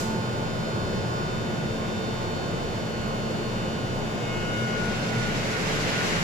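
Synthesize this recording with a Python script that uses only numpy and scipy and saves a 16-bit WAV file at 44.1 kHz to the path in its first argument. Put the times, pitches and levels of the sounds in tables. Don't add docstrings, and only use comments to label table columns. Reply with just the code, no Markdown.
import sys
import numpy as np
from scipy import signal
from scipy.fft import rfft, irfft, next_fast_len
from scipy.io import wavfile
from scipy.ndimage import uniform_filter1d

SR = 44100
rng = np.random.default_rng(int(sys.argv[2]) if len(sys.argv) > 2 else 0)


def put_to_file(sound):
    columns = np.atleast_2d(sound).T
    safe = np.clip(columns, -1, 1)
    whole_steps = np.round(safe * 32767)
    wavfile.write(sys.argv[1], SR, whole_steps.astype(np.int16))


N = 274743

EAR_LAG_S = .00041
CONTROL_STEP = 128


def undb(db):
    return 10 ** (np.asarray(db) / 20)


def curve(table, column=1):
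    rows = np.array(table, float)
    return np.interp(np.arange(N) / SR, rows[:, 0], rows[:, column])


def unit(x):
    return x / np.sqrt(np.mean(np.abs(x) ** 2))


def pan(db):
    gains = undb(np.array([[.5], [-.5]]) * db)
    return gains / np.sqrt(np.mean(gains ** 2, axis=0))


def walk(rate):
    hold = max(int(SR / rate), 2)
    steps = np.repeat(rng.standard_normal(N // hold + 1), hold)
    smooth = uniform_filter1d(uniform_filter1d(steps, hold), hold)
    return unit(smooth[:N])


def colour(points):
    hz, db = np.transpose(points)
    f = np.fft.rfftfreq(next_fast_len(N), 1 / SR) + 1e-3
    return undb(np.interp(np.log(f), np.log(hz), db)) * np.minimum(f / hz[0], 1) ** 2


def hall_noise(gain, direct, likeness=0.78):
    size = next_fast_len(N)
    f = np.fft.rfftfreq(size, 1 / SR)
    right, other = rfft(rng.standard_normal((2, size)))
    along_platform = direct * np.exp(-2j * np.pi * f * EAR_LAG_S)
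    all_round = (1 - direct) * np.sinc(2 * f * EAR_LAG_S)
    alike = likeness * (along_platform + all_round)
    left = alike * right + np.sqrt(1 - np.abs(alike) ** 2) * other
    return unit(irfft(np.array([left, right]) * gain, size)[:, :N])


def patchy(x, depth_db, changes_per_s=28, count=6):
    size = next_fast_len(N)
    f = np.fft.rfftfreq(size, 1 / SR)
    octave = np.clip(np.log2(f / 280 + 1e-9), 0, count - 1)
    spectrum = rfft(x, size)
    out = 0
    for k in range(count):
        overlap = np.maximum(1 - np.abs(octave - k), 0)
        band = irfft(spectrum * overlap, size)[:, :N]
        flicker = np.array([walk(changes_per_s), walk(changes_per_s)])
        out = out + band * undb(depth_db * flicker)
    return out


def drone(hz, width_hz):
    f = np.fft.rfftfreq(next_fast_len(N), 1 / SR)
    return hall_noise(1 / (1 + ((f - hz) / width_hz * 2) ** 4), direct=0.94)


def tone(hz, gain):
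    places = np.linspace(0, N, gain.shape[1])
    n = np.arange(N)
    carrier = np.sqrt(2) * np.exp(2j * np.pi * (hz * n / SR + rng.random()))
    return np.array([(np.interp(n, places, side_gain) * carrier).real for side_gain in gain])


def draught(steps, size):
    chance = rng.standard_normal((2, steps + size - 1, 2)) @ [1, 1j]
    return unit(signal.fftconvolve(chance, np.hanning(size)[None], "valid"))


def standing_wave(pan_db, width):
    half_turn = np.pi * np.clip(width, 0, 1)
    return pan(pan_db) * np.exp(1j * half_turn * np.array([[.5], [-.5]]))


# frequency in Hz, level in dB per Hz.
AIR = [(24, -20), (36, -19), (47, -14), (65, -11), (110, 0), (190, 0), (260, -7.5), (400, -6), (600, -7),
       (850, -13), (1300, -17), (2400, -22.5), (4000, -29), (7200, -33.5), (8600, -44), (14000, -46.5)]
# frequency in Hz, width in Hz, level in dB,
# left minus right in dB, change of level at 1 m/s and above in dB.
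DRONES = [(353.7, 13.6, -46, -1, -8.5), (444, 11, -48.5, -2, -8), (529, 7.5, -51.5, -3, 3),
          (960, 5.5, -60, 18, 0), (1066, 8.3, -46, -0.5, -3), (1320, 5, -68, -7, 4)]
# time in seconds, level in dB.
WHISTLE = [(0, -42), (.45, -38), (.65, -48), (4, -45), (6.23, -60)]


def fans(speed, air_db=-29.5, air_patchy_db=.5):
    out = undb(air_db) * patchy(hall_noise(colour(AIR), direct=0.23), air_patchy_db)
    moving = np.minimum(speed, 1) ** 2
    for hz, width_hz, db, pan_db, rolling_db in DRONES:
        level = undb(db + rolling_db * moving)
        out = out + level * pan(pan_db) * drone(hz, width_hz)
    whistle = undb(curve(WHISTLE)) * pan(-1.5) * drone(hz=886, width_hz=5.3)
    return out + whistle


# frequency of the stronger one in Hz, beats in Hz,
# time of a crest in seconds, its level at the start in dB, the weaker one relative to it in dB,
# left minus right in dB, rise in dB per second.
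HUMS = [(27.8, 2.26, .9, -46.5, -4, 9, .8), (220.7, .63, .15, -40.5, -6, 0, 0),
        (441.2, 1.26, .15, -51, -10, -1, 0)]


def hums(waver=0.23):
    t = np.arange(0, N, CONTROL_STEP) / SR
    out = 0
    for hz, beat_hz, crest_s, db, weaker_db, pan_db, rise_db in HUMS:
        beat = 1 + undb(weaker_db) * np.exp(-2j * np.pi * beat_hz * (t - crest_s))
        wobble = waver * draught(len(t), size=256)
        out = out + tone(hz, undb(db + rise_db * t) * pan(pan_db) * (beat + wobble))
    return out


# time of the peak in seconds, length in seconds, level in dB.
SURGES = [(.93, .45, -32), (3.026, 0.15, -38), (3.944, .3, -39), (4.39, .18, -37)]
# frequency in Hz, level in dB per Hz.
SURGE_SPECTRUM = [(24, 4), (34, 2), (50, -7), (75, 5), (125, 8), (200, 0), (270, -8), (370, 1), (550, -8),
                  (1200, -31.5), (4000, -70)]


def surges():
    t = np.arange(N) / SR
    level = sum(undb(db) * np.exp(-(2 * (t - s) / length_s) ** 2) for s, length_s, db in SURGES)
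    return level * hall_noise(colour(SURGE_SPECTRUM), direct=0.32)


# frequency in Hz, level in dB per Hz.
BRAKE_AIR = [(1200, -3), (3000, 0), (5000, 2), (7500, 4), (9000, -8), (12000, -6.5), (14000, -18)]


def brake_air(level_db=-36, t60=0.28, tail_db=-45, tail_t60=1.0):
    t = np.arange(N) / SR
    fade = undb(level_db - 60 * t / t60) + undb(tail_db - 60 * t / tail_t60)
    return fade * hall_noise(colour(BRAKE_AIR), direct=0.12)


# start in seconds, level in dB.
RUSH_BURSTS = [(4.968, -43), (5.265, -41), (5.341, -38), (5.425, -41), (5.907, -36)]
# frequency in Hz, level in dB per Hz.
BURST_SPECTRUM = [(1200, -14), (2200, 0), (3000, -2), (4500, -12), (9000, -30)]


def rush_bursts(attack_s=0.0054, t60=0.2):
    t = np.arange(N) / SR
    level = 0
    for start_s, db in RUSH_BURSTS:
        attack = np.clip((t - start_s) / attack_s, 0, 1)
        level = level + attack * undb(db - 60 * np.maximum(t - start_s, 0) / t60)
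    return level * hall_noise(colour(BURST_SPECTRUM), direct=.2)


# frequency in Hz, level in dB per Hz.
TYRES = [(60, -23), (160, 10), (300, 0), (600, -0.5), (1200, -1.5), (2000, 1.5), (2700, -3.5), (3700, -8),
         (8000, -30.5)]
SHOES = [(1500, -27), (3000, -6), (4000, 2), (5500, 1.5), (7400, -1.5), (8400, -12), (11000, -13),
         (14000, -28)]
# time in seconds, change of level in dB.
RUSH = [(4.8, 0), (5.08, -1), (5.22, -0.5), (5.3, 0), (5.45, .5), (5.56, 0), (5.8, 0.1), (6.03, .2),
        (6.23, 0.2)]


def running(speed, tyre_db=-34.0, tyre_power=0.97, shoe_db=-42.5, shoe_power=0.88, swell_db=0.6, chatter_db=1.0):
    tyre_level = speed ** tyre_power * undb(tyre_db + curve(RUSH) + swell_db * walk(16))
    tyres = tyre_level * hall_noise(colour(TYRES), direct=0.39)
    shoe_level = speed ** shoe_power * undb(shoe_db + chatter_db * walk(60))
    shoes = shoe_level * hall_noise(colour(SHOES), direct=0.036)
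    return patchy(tyres + shoes, depth_db=1.05) + rush_bursts()


# time in seconds, pitch in Hz, level in dB.
MOTOR_HUM = [(0, 441, -90), (4.2, 441, -62), (4.8, 440, -43), (5.2, 437, -43), (5.55, 436, -44),
             (5.8, 436, -42), (5.95, 436, -48), (6.23, 436, -49)]


def motors(pan_db=0, width=.15, waver=0.18):
    hz, db = (curve(MOTOR_HUM, column)[::CONTROL_STEP] for column in (1, 2))
    turns = np.cumsum(hz - hz[0]) * CONTROL_STEP / SR
    wobble = 1 + waver * draught(len(hz), size=128)
    return tone(hz[0], undb(db) * standing_wave(pan_db, width) * wobble * np.exp(2j * np.pi * turns))


def travel(speed):
    return np.cumsum(speed) / SR


def echoes(hz, metres, count=10, direct_near=0.12, direct_far=0.21, direct_fade_m=0.96):
    wavelength = 343 / hz
    heading, arrival, start = rng.uniform(-1, 1, (3, count, 1))
    turns = heading * metres / wavelength + start
    field = []
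    for side in (.5, -.5):
        side_turns = turns + side * arrival * hz * EAR_LAG_S
        field.append(np.exp(2j * np.pi * side_turns).sum(axis=0))
    share = direct_far + (direct_near - direct_far) * np.exp(-metres / direct_fade_m)
    return np.sqrt(share) + np.sqrt((1 - share) / count) * np.array(field)


CONVERTER_HZ = 120.77
# multiple of CONVERTER_HZ, level standing in dB,
# level rolling in dB, left minus right standing in dB, stereo width standing from 0 to 1.
PARTIALS = [(1, -41, -43, 1, .1), (3, -55, -52, 4, .2), (4, -56, -61, -9, .5), (10, -58, -63, 8, .9),
            (11, -60, -55, -4, .85), (13, -54.5, -48.5, 7, .6), (14, -55, -59, 3, .9),
            (20, -56, -58, 8, .85), (21, -60, -54, 3, .15), (22, -53.5, -53, -7, .6),
            (23, -61, -56, -2, .25), (25, -53, -55.5, -2, .35), (26, -64, -60, 4, .5),
            (27, -63, -62, -1, .1), (28, -61.5, -68, -2, .1), (31, -62.5, -62, -9, .7),
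            (39, -61, -65, 1, .15), (41, -63, -61, 9, .8), (47, -63, -65, 1, .1), (51, -65, -66, -2, .2),
            (59, -63, -67, -1, .1), (60, -62.5, -64, -3, .3), (72, -74, -81, -5, .5),
            (84, -67.5, -77, -2, .35), (114, -74, -78, 1, .1)]


def converter(speed, waver=0.12, drift=.16, buzz_db=-70.5, settle_m=0.1, step=256):
    metres = travel(speed)[::step]
    moved = 1 - np.exp(-metres / settle_m)
    partials = {}
    for k in range(29, 65):
        if k not in WHINES:
            level_db = buzz_db + 2 * rng.standard_normal()
            partials[k] = [level_db, level_db, 3 * rng.standard_normal(), .3]
    partials.update({round(k): row for k, *row in PARTIALS})
    out = 0
    for k, (standing_db, rolling_db, pan_db, width) in partials.items():
        hz = k * CONVERTER_HZ
        wobble = 1 + waver * draught(len(metres), size=128) + drift * draught(len(metres), size=1024)
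        standing = undb(standing_db) * standing_wave(pan_db, width) * wobble
        rolling = undb(rolling_db) * echoes(hz, metres)
        out = out + tone(hz, np.sqrt(1 - moved) * standing + np.sqrt(moved) * rolling)
    return out


WHINES = {12: [(0, -44, -12, .75), (1.3, -43.5, -12, .8), (2.4, -44.7, -8, .58), (3.7, -46, -4, .7),
          (4.25, -45, 1, .7), (4.42, -39.5, 3, .55), (4.55, -35.5, 2, .6), (4.75, -36, 9, .75),
          (4.82, -35, 18, .2), (4.9, -34.7, 10, .1), (5.03, -44, -6, .5), (5.15, -38, -12, .25),
          (5.24, -36, -9, .58), (5.3, -38, -4, .9), (5.39, -45, -5, .4), (5.45, -49, 0, .6),
          (5.55, -33.5, 8, .95), (5.66, -47, 0, .9), (5.73, -38.5, 0, .4), (5.85, -40.5, 4, .2),
          (5.9, -44, -1, .5), (5.96, -37.5, 0, .35), (6.01, -35.5, 2, .3), (6.06, -46, -2, .95),
          (6.16, -37.5, -1, .9), (6.23, -43, -4, .95)], 18: [(0, -63.5, 0, 0.1), (4.1, -59.0, -5, 0.1),
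          (4.35, -48.0, -2, 0.2), (4.58, -45.5, -12, 0.1), (4.72, -44.5, -5, 0.2), (4.9, -49.5, -1, 0.1),
          (5.0, -47.5, -3, 0.2), (5.25, -47.0, -8, 0.8), (5.5, -47.5, -5, 0.5), (6.23, -44.5, 6, 0.7)],
          24: [(0, -63, -5, .4), (2.3, -58.5, -1, .1), (3.4, -50, 1, .25), (3.8, -51, 2, .25),
          (4.15, -55.5, 3, .3), (4.33, -46.5, 1, .25), (4.58, -44, 11, .7), (4.75, -45, 2, .2),
          (4.9, -52, 1, .9), (5.02, -46, -9, .8), (5.15, -56, -5, .4), (5.29, -42.5, -5, .4),
          (5.38, -48, -4, .4), (5.62, -51, -1, .2), (5.77, -42.5, 6, .8), (6.23, -46, -2, .8)],
          30: [(0, -52.5, -1, .1), (.45, -54, -1, .1), (1.1, -51, -2, .1), (1.9, -50.3, -2, .1),
          (3, -54.5, -2, .1), (4.32, -52, 0, 0), (4.37, -62, -4, .3), (4.47, -61, -4, .3),
          (4.52, -50, 2, 0), (4.63, -50, 2, 0), (4.72, -58, 6, .4), (4.9, -53, -2, 0), (5.27, -49, 3, .2),
          (5.32, -60, -1, .8), (6.23, -53, 0, .1)], 36: [(0, -49.5, -1, .7), (1.8, -51.5, -8, .6),
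          (2.5, -49.5, -7, .55), (3.3, -48.5, -6, .6), (4.1, -51, -5, .8), (4.55, -61, 3, .2),
          (4.8, -55, 2, .2), (6.23, -60, -3, .5)], 42: [(0, -55, -4, .2), (1.3, -54, -3, .3),
          (2, -55.5, -2, .4), (2.8, -58.5, 0, .4), (3.6, -58, 12, .3), (4.3, -55.5, 7, .9),
          (4.6, -61, -1, .8), (5, -54, -5, .2), (5.3, -63, 0, .5), (6.23, -60, 0, .5)]}


def whine(speed, smear=0.35, waver_db=1.45):
    out = 0
    for k, rows in WHINES.items():
        db, pan_db, width = (curve(rows, column)[::CONTROL_STEP] for column in (1, 2, 3))
        left_bend, right_bend, waver = np.array([walk(13), walk(9), walk(8)])[:, ::CONTROL_STEP]
        bend = smear * speed[::CONTROL_STEP] * np.array([left_bend, right_bend])
        level = undb(db + waver_db * waver)
        out = out + tone(k * CONVERTER_HZ, level * standing_wave(pan_db, width) * np.exp(1j * bend))
    return out


# time in seconds, speed in m/s.
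SPEED = [(0, 0), (4.0, 0), (4.4, .3), (5.2, 1.05), (6.0, 1.85), (6.23, 2.0)]


def scene():
    speed = np.maximum(curve(SPEED), 0)
    background = fans(speed) + hums() + surges()
    train = brake_air() + running(speed) + motors() + converter(speed) + whine(speed)
    return background + train


def record(dry, top_hz=14200):
    return signal.sosfilt(signal.ellip(10, .2, 80, top_hz, fs=SR, output="sos"), dry)


dry = scene()
out = record(dry)
put_to_file(out)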